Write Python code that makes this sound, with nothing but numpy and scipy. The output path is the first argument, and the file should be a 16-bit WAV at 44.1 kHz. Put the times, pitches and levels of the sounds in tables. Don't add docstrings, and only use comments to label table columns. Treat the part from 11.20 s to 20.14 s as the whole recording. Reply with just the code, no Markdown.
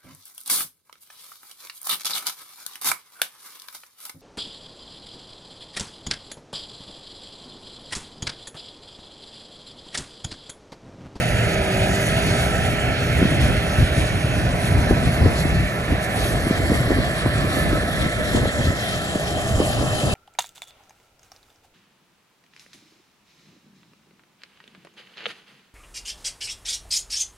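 import sys
import numpy as np
from scipy import signal
from scipy.fft import rfft, irfft
from scipy.io import wavfile
from scipy.ndimage import uniform_filter1d

SR = 44100
rng = np.random.default_rng(int(sys.argv[2]) if len(sys.argv) > 2 else 0)


def wav_record(signal):
    frames = np.transpose(np.atleast_2d(signal))
    bounded = np.clip(frames, -1, 1)
    quanta = np.round(bounded * 32767).astype(np.int16)
    wavfile.write(sys.argv[1], SR, quanta)


N = 394254
TIME_S, FFT_HZ = np.arange(N) / SR, np.fft.rfftfreq(N, 1 / SR)
FRAME_S, BIN_HZ = np.arange(N // 256 + 5) * 256 / SR, np.fft.rfftfreq(1024, 1 / SR)

# t/s, bearing (0 ahead, 1 left)
BEARING = [(0, 0.042), (1.5, 0.13), (3, 0.036), (4.2, 0.33), (5, 0.23), (5.6, 0.75), (6.4, 0.39),
           (7.1, 0.87), (8, 0.92), (8.94, 1.14)]
# f/Hz, L-R/dB, left lead/rad, coherence (0-1)
MICS_AHEAD = [(120, -0.8, -0.2, 0.97), (550, -1.8, -0.5, 0.97), (820, -3.2, -1.5, 0.95),
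              (1050, -5.1, -2.6, 0.56), (1300, -4.9, -5.1, 0.94), (1800, -6.8, -6.0, 0.94),
              (2400, -6.9, -5.3, 0.93), (3200, 0.0, -3.7, 0.8), (4100, 4.8, -4.1, 0.66),
              (5200, 4.3, -5.2, 0.48), (6600, -0.3, -6.2, 0.97), (7500, 0.2, -9.5, 0.93),
              (8700, -0.9, -9.55, 0.95), (11000, 0.0, -12.6, 0.97), (12500, 0.2, -15.0, 0.6)]
MICS_LEFT = [(120, -0.2, 0.2, 0.85), (550, 2.7, 0.4, 0.83), (820, -2.4, -0.8, 0.59),
             (1050, -2.8, -5.3, 0.76), (1300, -3.3, -5.0, 0.95), (1800, -6.2, -4.5, 0.9),
             (2400, -2.5, -3.2, 0.65), (3200, 4.9, -2.1, 0.75), (4100, 12.8, -4.5, 0.52),
             (5200, 9.1, -5.9, 0.73), (6600, 2.0, -7.3, 0.7), (7500, -2.0, -7.4, 0.72),
             (8200, 0.0, -9.4, 0.85), (8900, -0.5, -10.1, 0.85), (11000, 0.0, -12.6, 0.97),
             (12500, 0.2, -15.1, 0.6)]
# f/Hz, gain/dB
SIDE_COLOUR = [(1500, -2.5), (1950, 4), (2500, 3.5), (3000, 1.5), (3550, 0), (4000, 1), (4800, 1),
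               (5300, 4.5), (6100, -5), (7600, -2), (9500, -2.5)]
# t/s, f/Hz, depth/dB (negative adds)
GROUND_DIP = [(0, 1105, 12), (1.7, 1115, 8), (2.45, 1100, 3), (2.9, 1080, 0), (3.4, 990, -6), (4.5, 930, 1),
              (5.4, 830, 3.5), (7, 840, 4), (7.9, 800, -2), (8.94, 785, -7)]
# t/s, f/Hz, height/dB
GROUND_CREST = [(0, 1230, 3.5), (2.6, 1430, 3), (3.7, 1560, 6.5), (4.5, 1520, 0), (4.9, 1220, -1),
                (5.5, 1200, 0.5), (6.3, 1140, 2), (7, 1060, -1), (7.9, 960, 5.5), (8.94, 1010, 5.5)]
# t/s, f/Hz, height or depth/dB
TREBLE_PEAK = [(0, 3160, 3.5), (1.5, 3180, 5), (2.7, 3200, 6), (4.2, 3300, 1), (5, 3420, 1),
               (6.6, 3530, 4.5), (7.7, 3280, 5.2), (8.94, 3050, 2.5)]
UPPER_PEAK = [(0, 6700, 0), (1.3, 6700, -1), (3, 6700, -2.5), (6.3, 6700, -5.5), (7.3, 7000, 0.5),
              (8.94, 6440, 5)]
TREBLE_DIP = [(0, 4860, -0.5), (3, 4850, 2), (6.3, 4970, 2.5), (7.3, 4770, 3.5), (8.94, 4450, 1)]
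# t/s, f/Hz
ROAR_EDGE = [(0, 2800), (4, 2360), (5.6, 2200), (6.6, 2140), (7.1, 2110), (8.94, 1860)]
# t/s, share of full roughness
SCATTER_SHARE = [(0, .35), (3, .6), (6, 1), (8.94, 1)]

# f/Hz, relative density/dB
BOOM_SPECTRUM = [(25, -38), (60, -1), (125, 10), (250, -2), (400, -5), (500, -6), (620, 0.5), (750, 1),
                 (900, -9.5), (1200, -6), (2500, -97)]
ROAR_SPECTRUM = [(500, -11.5), (900, -9), (1100, -11.5), (1350, -3.5), (1750, -1), (2300, -1), (2700, -3.5),
                 (3100, -9.5), (4300, -15), (6000, -22.5), (12000, -36)]
HISS_SPECTRUM = [(1500, 3), (3000, 6), (4200, 8.5), (5100, 1), (6200, 3.5), (7000, 5.5), (7700, 8.5),
                 (8600, 2.5), (9500, 5.5), (11000, -1), (12300, -1), (12900, -11), (15500, -41)]
# t/s, level/dB
BOOM_LEVEL = [(0, -26.5), (.85, -24.5), (1.9, -27.5), (3.1, -28), (3.7, -24.5), (4.5, -28), (5.03, -23.5),
              (5.5, -25.5), (6.4, -26), (7.55, -30), (8.2, -26), (8.94, -26.5)]
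ROAR_LEVEL = [(0, -29), (2.3, -29.5), (3, -32.5), (4.6, -31.5), (6.5, -29.5), (7.5, -30), (8.2, -35),
              (8.94, -33.5)]
HISS_LEVEL = [(0, -34), (.4, -33.5), (.95, -28.5), (1.65, -36), (2.2, -32.5), (3.1, -36.5), (4, -33.5),
              (4.6, -39), (5.3, -33), (6.7, -35), (8.94, -31.5)]
# peak t/s, length/s, level/dB
SLUGS = [(1.2, 0.1, -29), (1.44, 0.055, -35), (2.81, 0.091, -28.5), (3.47, 0.1, -31), (3.85, .06, -36),
         (4.19, 0.08, -30.5), (4.84, 0.049, -34), (5.04, 0.16, -28), (5.55, .06, -34), (6.0, .06, -33),
         (6.39, 0.2, -31), (7.16, 0.091, -35), (7.45, 0.088, -39), (7.77, 0.049, -32), (8.47, 0.06, -35),
         (8.79, 0.11, -31)]

# t/s, rate/Hz
DRUM_RATE = [(0, 16.95), (.2, 16.92), (.42, 16.05), (.58, 15.88), (.75, 16.02), (.95, 16.64), (1.2, 16.82),
             (1.7, 17.0), (2.15, 16.72), (3.05, 16.92), (4.1, 16.7), (4.55, 16.97), (4.95, 16.63),
             (5.35, 16.94), (6.55, 16.57), (6.8, 16.98), (7.15, 16.7), (7.85, 16.88), (8.94, 16.77)]
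# t/s, level/dB
KNIFE_LEVEL = [(0, -46), (.14, -36), (.24, -31), (.65, -28.5), (.85, -33), (1.1, -29.5), (1.5, -37),
               (2.1, -34.5), (3.2, -39), (4.6, -39.5), (6, -40), (7.4, -44), (8.2, -36.5), (8.94, -37.5)]
# multiple of drum rate, relative level/dB
KNIFE_ORDERS = [(12, -4), (24, -3), (36, -7.5), (39, -1.5)]
# t/s, tooth-rate level/dB, octave level/dB
GEAR_LEVELS = [(0, -37.5, -38.5), (.5, -45, -46), (1.3, -38, -41.5), (1.9, -41, -41.5), (3, -45.5, -45),
               (4.5, -45, -46), (5.6, -46, -53.5), (6.3, -38.5, -54), (7.3, -42, -57), (7.8, -43.5, -53),
               (8.3, -46, -48), (8.94, -46, -39)]
# f/Hz, relative level/dB
WHIRR_SPECTRUM = [(480, 3), (620, 8), (760, 1), (880, -35), (1190, -31), (1350, -2.5), (1900, 0.5),
                  (2150, -18), (2900, -31)]
# f/Hz, base level/dB
DIESEL_TONES = [(59.2, -80), (118.4, -39), (165, -44), (236.8, -51.5)]
# t/s, gain/dB
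DIESEL_SWELL = [(0, 13), (.25, 10.5), (.45, -6), (.95, 9.5), (1.9, 9.5), (3, 4), (4.6, 3), (6.2, 0.5),
                (7.6, -1.5), (8.94, 8)]
# t/s, level/dB
WHISTLE_LEVEL = [(0, -69), (4, -42), (5.4, -44), (6.3, -37), (7.1, -43), (8.94, -55)]
DRONE_LEVEL = [(0, -42), (1.5, -46), (2.3, -36.5), (3.7, -38), (4.6, -43), (5.6, -49), (6.5, -36),
               (7.5, -39), (8.94, -37)]
# t/s, full roughness (0-1)
DRONE_ROUGHNESS = [(0, 1), (1.8, 1), (2.4, .4), (3.8, .4), (5, .85), (8.94, .8)]
# f/Hz, base level/dB
BLOWER_TONES = [(332, -43.5), (624, -46), (657, -57.5), (690, -49)]

# t/s, level/dB
RUMBLE_LEVEL = [(0, -26), (.5, -28), (.85, -24.5), (1.7, -26), (3.05, -23), (4.3, -27), (4.85, -34),
                (5.3, -25), (5.95, -28.5), (6.5, -23), (6.95, -30), (7.35, -27.5), (7.7, -35), (8.05, -35),
                (8.6, -30.5), (8.94, -29)]
# f/Hz, relative density/dB
RUMBLE_SPECTRUM = [(15, -32), (30, -30), (45, 0.5), (70, 1.5), (130, -3), (200, -14), (300, -14),
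                   (500, -37), (1200, -116)]
FLUTTER_SPECTRUM = [(60, -4), (170, -4.5), (270, 2.5), (400, -5), (550, -1.5), (800, -15), (1100, -14.5),
                    (1500, -27), (3000, -69)]
# peak t/s, length/s, rumble level/dB, flutter level/dB
GUSTS = [(2.04, 0.21, -20.5, -30.5), (2.24, 0.055, -18.5, -26), (2.61, 0.085, -17, -35),
         (3.57, 0.1, -17, -46), (3.72, 0.037, -16, -35), (3.87, 0.076, -19, -51), (4.03, 0.064, -19, -30),
         (4.08, 0.13, -20, -27.5), (4.26, 0.035, -19, -46), (4.39, 0.16, -17.5, -40),
         (4.72, 0.072, -23, -27.5), (4.98, 0.051, -26, -30), (5.54, 0.1, -26, -26.5),
         (5.715, 0.054, -36, -27), (5.79, 0.07, -21, -31), (6.38, 0.05, -33, -28), (7.0, .06, -32, -28),
         (7.168, 0.053, -23, -19.5), (7.23, 0.075, -24, -25.5), (7.41, 0.064, -23, -35),
         (7.485, 0.07, -20, -35), (8.36, 0.09, -22, -47)]
# t/s, envelope level/dB, nominal f/Hz, decay/cycles
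BUFFETS = [(2.014, -6, 231, 0.71), (2.025, -5, 231, 1), (2.051, -5.5, 200, .8), (2.12, -10, 231, 0.73),
           (2.24, -9, 90, 0.56), (2.585, -10, 110, .9), (2.627, -3, 82.6, 0.8), (2.777, -7.5, 130, 0.62),
           (3.044, -7, 120, 0.89), (3.571, -11, 75, 1.4), (3.707, -2, 276, 0.61), (3.873, -10, 110, 1.3),
           (4.017, -5, 89, 0.94), (4.037, -13, 291, 1.2), (4.057, -7.5, 343, 1.9), (4.252, -6.5, 190, 0.7),
           (4.371, -9, 110, 0.76), (4.72, -9.5, 268, 1.5), (4.969, -13, 131, 0.33), (5.266, -10, 231, 0.72),
           (5.307, -4.5, 245, 0.78), (5.399, -14, 298, 0.99), (5.498, -11, 150, 0.65),
           (5.515, -6.5, 306, 1.4), (5.603, -12, 141, 0.7), (5.703, -8.5, 400, 1.4), (5.715, -7, 294, 0.68),
           (5.761, -14, 270, 1.5), (5.784, -11, 296, 1.2), (6.057, -7, 420, 0.42), (6.24, -10, 171, 0.54),
           (6.367, -13, 285, .7), (6.381, -17, 330, 0.57), (6.528, -8, 266, 0.72), (6.861, -12.5, 158, 1.4),
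           (7.146, -10.5, 295, 0.95), (7.172, -14, 258, .9), (7.253, -8, 480, .9), (7.273, -13, 130, 0.55),
           (7.402, -11, 240, 0.54), (7.469, -11, 200, 0.45), (7.502, -8, 150, 0.43),
           (7.954, -10, 268, 0.83), (8.346, -11, 81, 1.5), (8.399, -5, 400, 1.26),
           (8.623, -10.5, 480, 0.56), (8.832, -11, 189, .7)]

DRUM_START_HZ = DRUM_RATE[0][1]


def gain_of(db):
    return 10 ** (np.asarray(db) / 20)


def unit_rms(x):
    return x / np.sqrt(np.mean(abs(x) ** 2) + 1e-20)


def at_time(rows, t_s=TIME_S, col=1):
    rows = np.asarray(rows)
    return np.interp(t_s, rows[:, 0], rows[:, col])


def at_freq(rows, hz, col=1):
    rows = np.asarray(rows)
    return np.interp(np.log(hz + 1), np.log(rows[:, 0] + 1), rows[:, col])


def wander(rate_hz):
    t_s = TIME_S[::64]
    lowpass = np.exp(-(np.fft.rfftfreq(len(t_s), t_s[1]) / rate_hz) ** 2)
    drift = irfft(rfft(rng.standard_normal(len(t_s))) * lowpass, len(t_s))
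    return unit_rms(np.interp(TIME_S, t_s, drift))


def coloured(x, spectrum):
    return unit_rms(irfft(rfft(x) * gain_of(at_freq(spectrum, FFT_HZ)), N))


def swell_power(rows, col=2):
    return sum(gain_of(row[col]) ** 2 * np.exp(-2 * np.pi * ((TIME_S - row[0]) / row[1]) ** 2)
               for row in rows)


def throb(turns, depth, decay_turns):
    return unit_rms(1 + depth * np.exp(-(turns % 1) / decay_turns))


def band_db(rows, relative_width=.08):
    t_s = FRAME_S[:, None]
    return at_time(rows, t_s, col=2) * np.exp(-((BIN_HZ / at_time(rows, t_s) - 1) / relative_width) ** 2)


def smoothed(field, frames, bins):
    return unit_rms(uniform_filter1d(uniform_filter1d(field, frames, axis=0), bins, axis=1))


def mic_pair(hz, t_s):
    bearing = at_time(BEARING, t_s)
    balance_db, lead_rad, coherence = (
        (1 - bearing) * at_freq(MICS_AHEAD, hz, col) + bearing * at_freq(MICS_LEFT, hz, col)
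        for col in (1, 2, 3))
    left = gain_of(balance_db / 2) * np.exp(.5j * lead_rad)
    rms = np.sqrt((abs(left) ** 2 + abs(left) ** -2) / 2)
    return np.array([left, 1 / left]) / rms, np.clip(coherence, 0, 1)


def machine_noise(spectrum, patch_db, ripple_db, treble_cut_db, patch_frames=24, patch_bins=7):
    re, im, apart_re, apart_im, patches, ripples = rng.standard_normal((6, len(FRAME_S), len(BIN_HZ)))
    level_db = at_freq(spectrum, BIN_HZ) + patch_db * smoothed(patches, patch_frames, patch_bins)
    level_db += ripple_db * smoothed(ripples, frames=200, bins=5)
    level_db += band_db(GROUND_CREST) + band_db(TREBLE_PEAK) + band_db(UPPER_PEAK)
    level_db -= band_db(GROUND_DIP) + band_db(TREBLE_DIP)
    t_s = FRAME_S[:, None]
    treble = (1 + np.tanh((BIN_HZ - at_time(ROAR_EDGE, t_s)) / 190)) / 2
    level_db += at_time(BEARING, t_s) * (at_freq(SIDE_COLOUR, BIN_HZ) - treble_cut_db * treble)
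    gains, coherence = mic_pair(BIN_HZ, t_s)
    left = re + 1j * im
    right = coherence * left + np.sqrt(1 - coherence ** 2) * (apart_re + 1j * apart_im)
    stft = gains * np.array([left, right]) * gain_of(level_db)
    _, noise = signal.istft(stft, nperseg=1024, noverlap=768, time_axis=1, freq_axis=2)
    return unit_rms(noise[:, :N])


def machine_tone(hz, cycles, level_db, roughness, waver_db, blur):
    gains = np.array([np.interp(TIME_S, FRAME_S, g) for g in mic_pair(hz, FRAME_S)[0]])
    blur_rad = blur * (.7 + .15 * TIME_S) * wander(8)
    share = roughness * at_time(SCATTER_SHARE)
    scattered = np.sqrt(share / 2) * (wander(22) + 1j * wander(22))
    wave = np.exp(2j * np.pi * cycles + 1j * blur_rad) * (np.sqrt(1 - share) + scattered)
    return np.sqrt(2) * gain_of(level_db + waver_db * wander(12.3)) * (gains * wave).real


def chopper(turns, notch_hz=877, notch_width_hz=30, notch_db=-4.5):
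    boom = machine_noise(BOOM_SPECTRUM, patch_db=1.7, ripple_db=1.74, treble_cut_db=-5)
    boom *= gain_of(at_time(BOOM_LEVEL)) * throb(turns, depth=.22, decay_turns=.47)
    roar = machine_noise(ROAR_SPECTRUM, patch_db=1.52, ripple_db=-.77, treble_cut_db=14.5)
    roar *= gain_of(at_time(ROAR_LEVEL))
    notch = np.exp(-((FFT_HZ - notch_hz) / notch_width_hz) ** 2)
    return irfft(rfft(boom + roar) * gain_of(notch_db * notch), N)


def crop_hiss(turns, crossover_hz=6030):
    noise = machine_noise(HISS_SPECTRUM, patch_db=1.73, ripple_db=1.5, treble_cut_db=-1.5,
                          patch_frames=11, patch_bins=60)
    rush = irfft(rfft(noise) / (1 + (FFT_HZ / crossover_hz) ** 6), N)
    fizz = noise - rush
    stream = gain_of(at_time(HISS_LEVEL) + .62 * wander(19))
    flow = np.sqrt(stream ** 2 + swell_power(SLUGS)) * gain_of(wander(48))
    surge = flow / flow.mean()
    hiss = flow.mean() * (rush * np.sqrt(surge) + fizz * surge)
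    return hiss * throb(turns, depth=.16, decay_turns=.033)


def knives(turns):
    return sum(machine_tone(order * DRUM_START_HZ, order * turns, at_time(KNIFE_LEVEL) + db,
                            roughness=.08, waver_db=1.8, blur=.4) for order, db in KNIFE_ORDERS)


def gears(turns, order=78.3):
    return sum(machine_tone(k * order * DRUM_START_HZ, k * order * turns, at_time(GEAR_LEVELS, col=k),
                            roughness=.55, waver_db=3, blur=.64) for k in (1, 2))


def shaft_whirr(turns, re_roar_db=-4, blur_rad=.5):
    orders = np.arange(28, 172)
    hz = orders * DRUM_START_HZ
    amplitudes = gain_of(at_freq(WHIRR_SPECTRUM, hz) + 3.5 * rng.standard_normal(len(hz)))
    partials = amplitudes * np.exp(2j * np.pi * rng.random(len(hz)))
    grid_turns = np.linspace(0, 1, 4096)
    harmonics = np.exp(2j * np.pi * np.outer(orders, grid_turns))
    angle_turns = (turns + blur_rad * wander(3.1) / (2 * np.pi * orders.mean())) % 1
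    gains = np.concatenate([mic_pair(hz, TIME_S[0])[0], mic_pair(hz, TIME_S[-1])[0]])
    wavetables = ((partials * gains) @ harmonics).real
    first, last = np.array([np.interp(angle_turns, grid_turns, w) for w in wavetables]).reshape(2, 2, N)
    fade = np.clip(at_time(BEARING), 0, 1)
    return unit_rms((1 - fade) * first + fade * last) * gain_of(at_time(ROAR_LEVEL) + re_roar_db)


def diesels(clock_s):
    return sum(machine_tone(hz, hz * clock_s, db + at_time(DIESEL_SWELL),
                            roughness=.03, waver_db=2, blur=.6) for hz, db in DIESEL_TONES)


def blower(clock_s, drone_hz=608, waver_hz=3):
    cycles = drone_hz * clock_s + np.cumsum(waver_hz * wander(2.96)) / SR
    drone = machine_tone(drone_hz, cycles, at_time(DRONE_LEVEL),
                         roughness=at_time(DRONE_ROUGHNESS), waver_db=2.5, blur=.5)
    knife_db = at_time(KNIFE_LEVEL)
    beam_db = .24 * (knife_db - knife_db.mean())
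    return drone + sum(machine_tone(hz, hz * clock_s, db + beam_db, roughness=.3, waver_db=3, blur=.87)
                       for hz, db in BLOWER_TONES)


def rumble_and_wind(pops_per_s=520, ahead_db=-12.5, turned_db=-3):
    rumble_db = at_time(RUMBLE_LEVEL) + 2.5 * wander(10.5)
    flutter_db = rumble_db + ahead_db + (turned_db - ahead_db) * at_time(BEARING)
    rumble_power = gain_of(rumble_db) ** 2 + swell_power(GUSTS)
    flutter_power = gain_of(flutter_db) ** 2 + swell_power(GUSTS, col=3) + wake_power()
    rumble = coloured(rng.standard_normal((2, N)), RUMBLE_SPECTRUM) * np.sqrt(rumble_power)
    sizes = gain_of(np.minimum(rng.exponential(1, (2, N)), 4)) * rng.choice([-1, 1], (2, N))
    pops = sizes * (rng.random((2, N)) < pops_per_s / SR)
    flutter = coloured(pops, FLUTTER_SPECTRUM) * np.sqrt(flutter_power)
    mid = rumble[0] + flutter[0]
    side = gain_of(-11) * rumble[1] + gain_of(-6) * flutter[1]
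    return np.array([mid + side, mid - side])


def buffets(rise_s=.0038, slowing=.86, sharpness=1.22):
    pressure = np.zeros(N)
    t_s = np.arange(-SR // 20, SR // 6) / SR
    for (at_s, db, hz, decay_cycles), sign in zip(BUFFETS, rng.choice([-1, 1], len(BUFFETS))):
        cycles = (t_s - rise_s) * hz
        slowed = np.sign(cycles) * np.log1p(abs(cycles) * slowing) / slowing
        age = cycles / decay_cycles
        envelope = np.where(age < 0, np.exp(-(2 * age) ** 2), np.exp(-abs(age)))
        puff = sign * gain_of(db) * envelope * np.sin(2 * np.pi * sharpness * slowed)
        span = pressure[round((at_s + t_s[0]) * SR):][:len(puff)]
        span += puff[:len(span)]
    return pressure


def wake_power(re_buffet_db=-21, reference_hz=300, delay_s=.008, length_s=.036):
    peaks = np.zeros(N)
    for at_s, db, hz, _ in BUFFETS:
        peaks[round((at_s + delay_s) * SR)] += (gain_of(db + re_buffet_db) * hz / reference_hz) ** 2
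    t_s = np.arange(-SR // 10, SR // 10) / SR
    return abs(signal.oaconvolve(peaks, np.exp(-2 * np.pi * (t_s / length_s) ** 2), "same"))


def drive_whistle(clock_s, hz=1752):
    return machine_tone(hz, hz * clock_s, at_time(WHISTLE_LEVEL), roughness=.55, waver_db=0, blur=.35)


def scene():
    drum_hz = at_time(DRUM_RATE)
    turns = np.cumsum(drum_hz) / SR
    drive_speed = 1 + .45 * (drum_hz / np.median(drum_hz) - 1)
    clock_s = np.cumsum(drive_speed) / SR
    cutting = chopper(turns) + crop_hiss(turns) + knives(turns) + gears(turns) + shaft_whirr(turns)
    drive = diesels(clock_s) + drive_whistle(clock_s) + blower(clock_s)
    return cutting + drive + rumble_and_wind() + buffets()


def record(dry, limit=.92, cutoff_hz=15700):
    rounded = dry / (1 + (dry / limit) ** 8) ** (1 / 8)
    lowpass = signal.firwin(511, cutoff_hz, window=("kaiser", 9), fs=SR)
    return signal.oaconvolve(rounded, lowpass[None], "same")


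dry = scene()
out = record(dry)
wav_record(out)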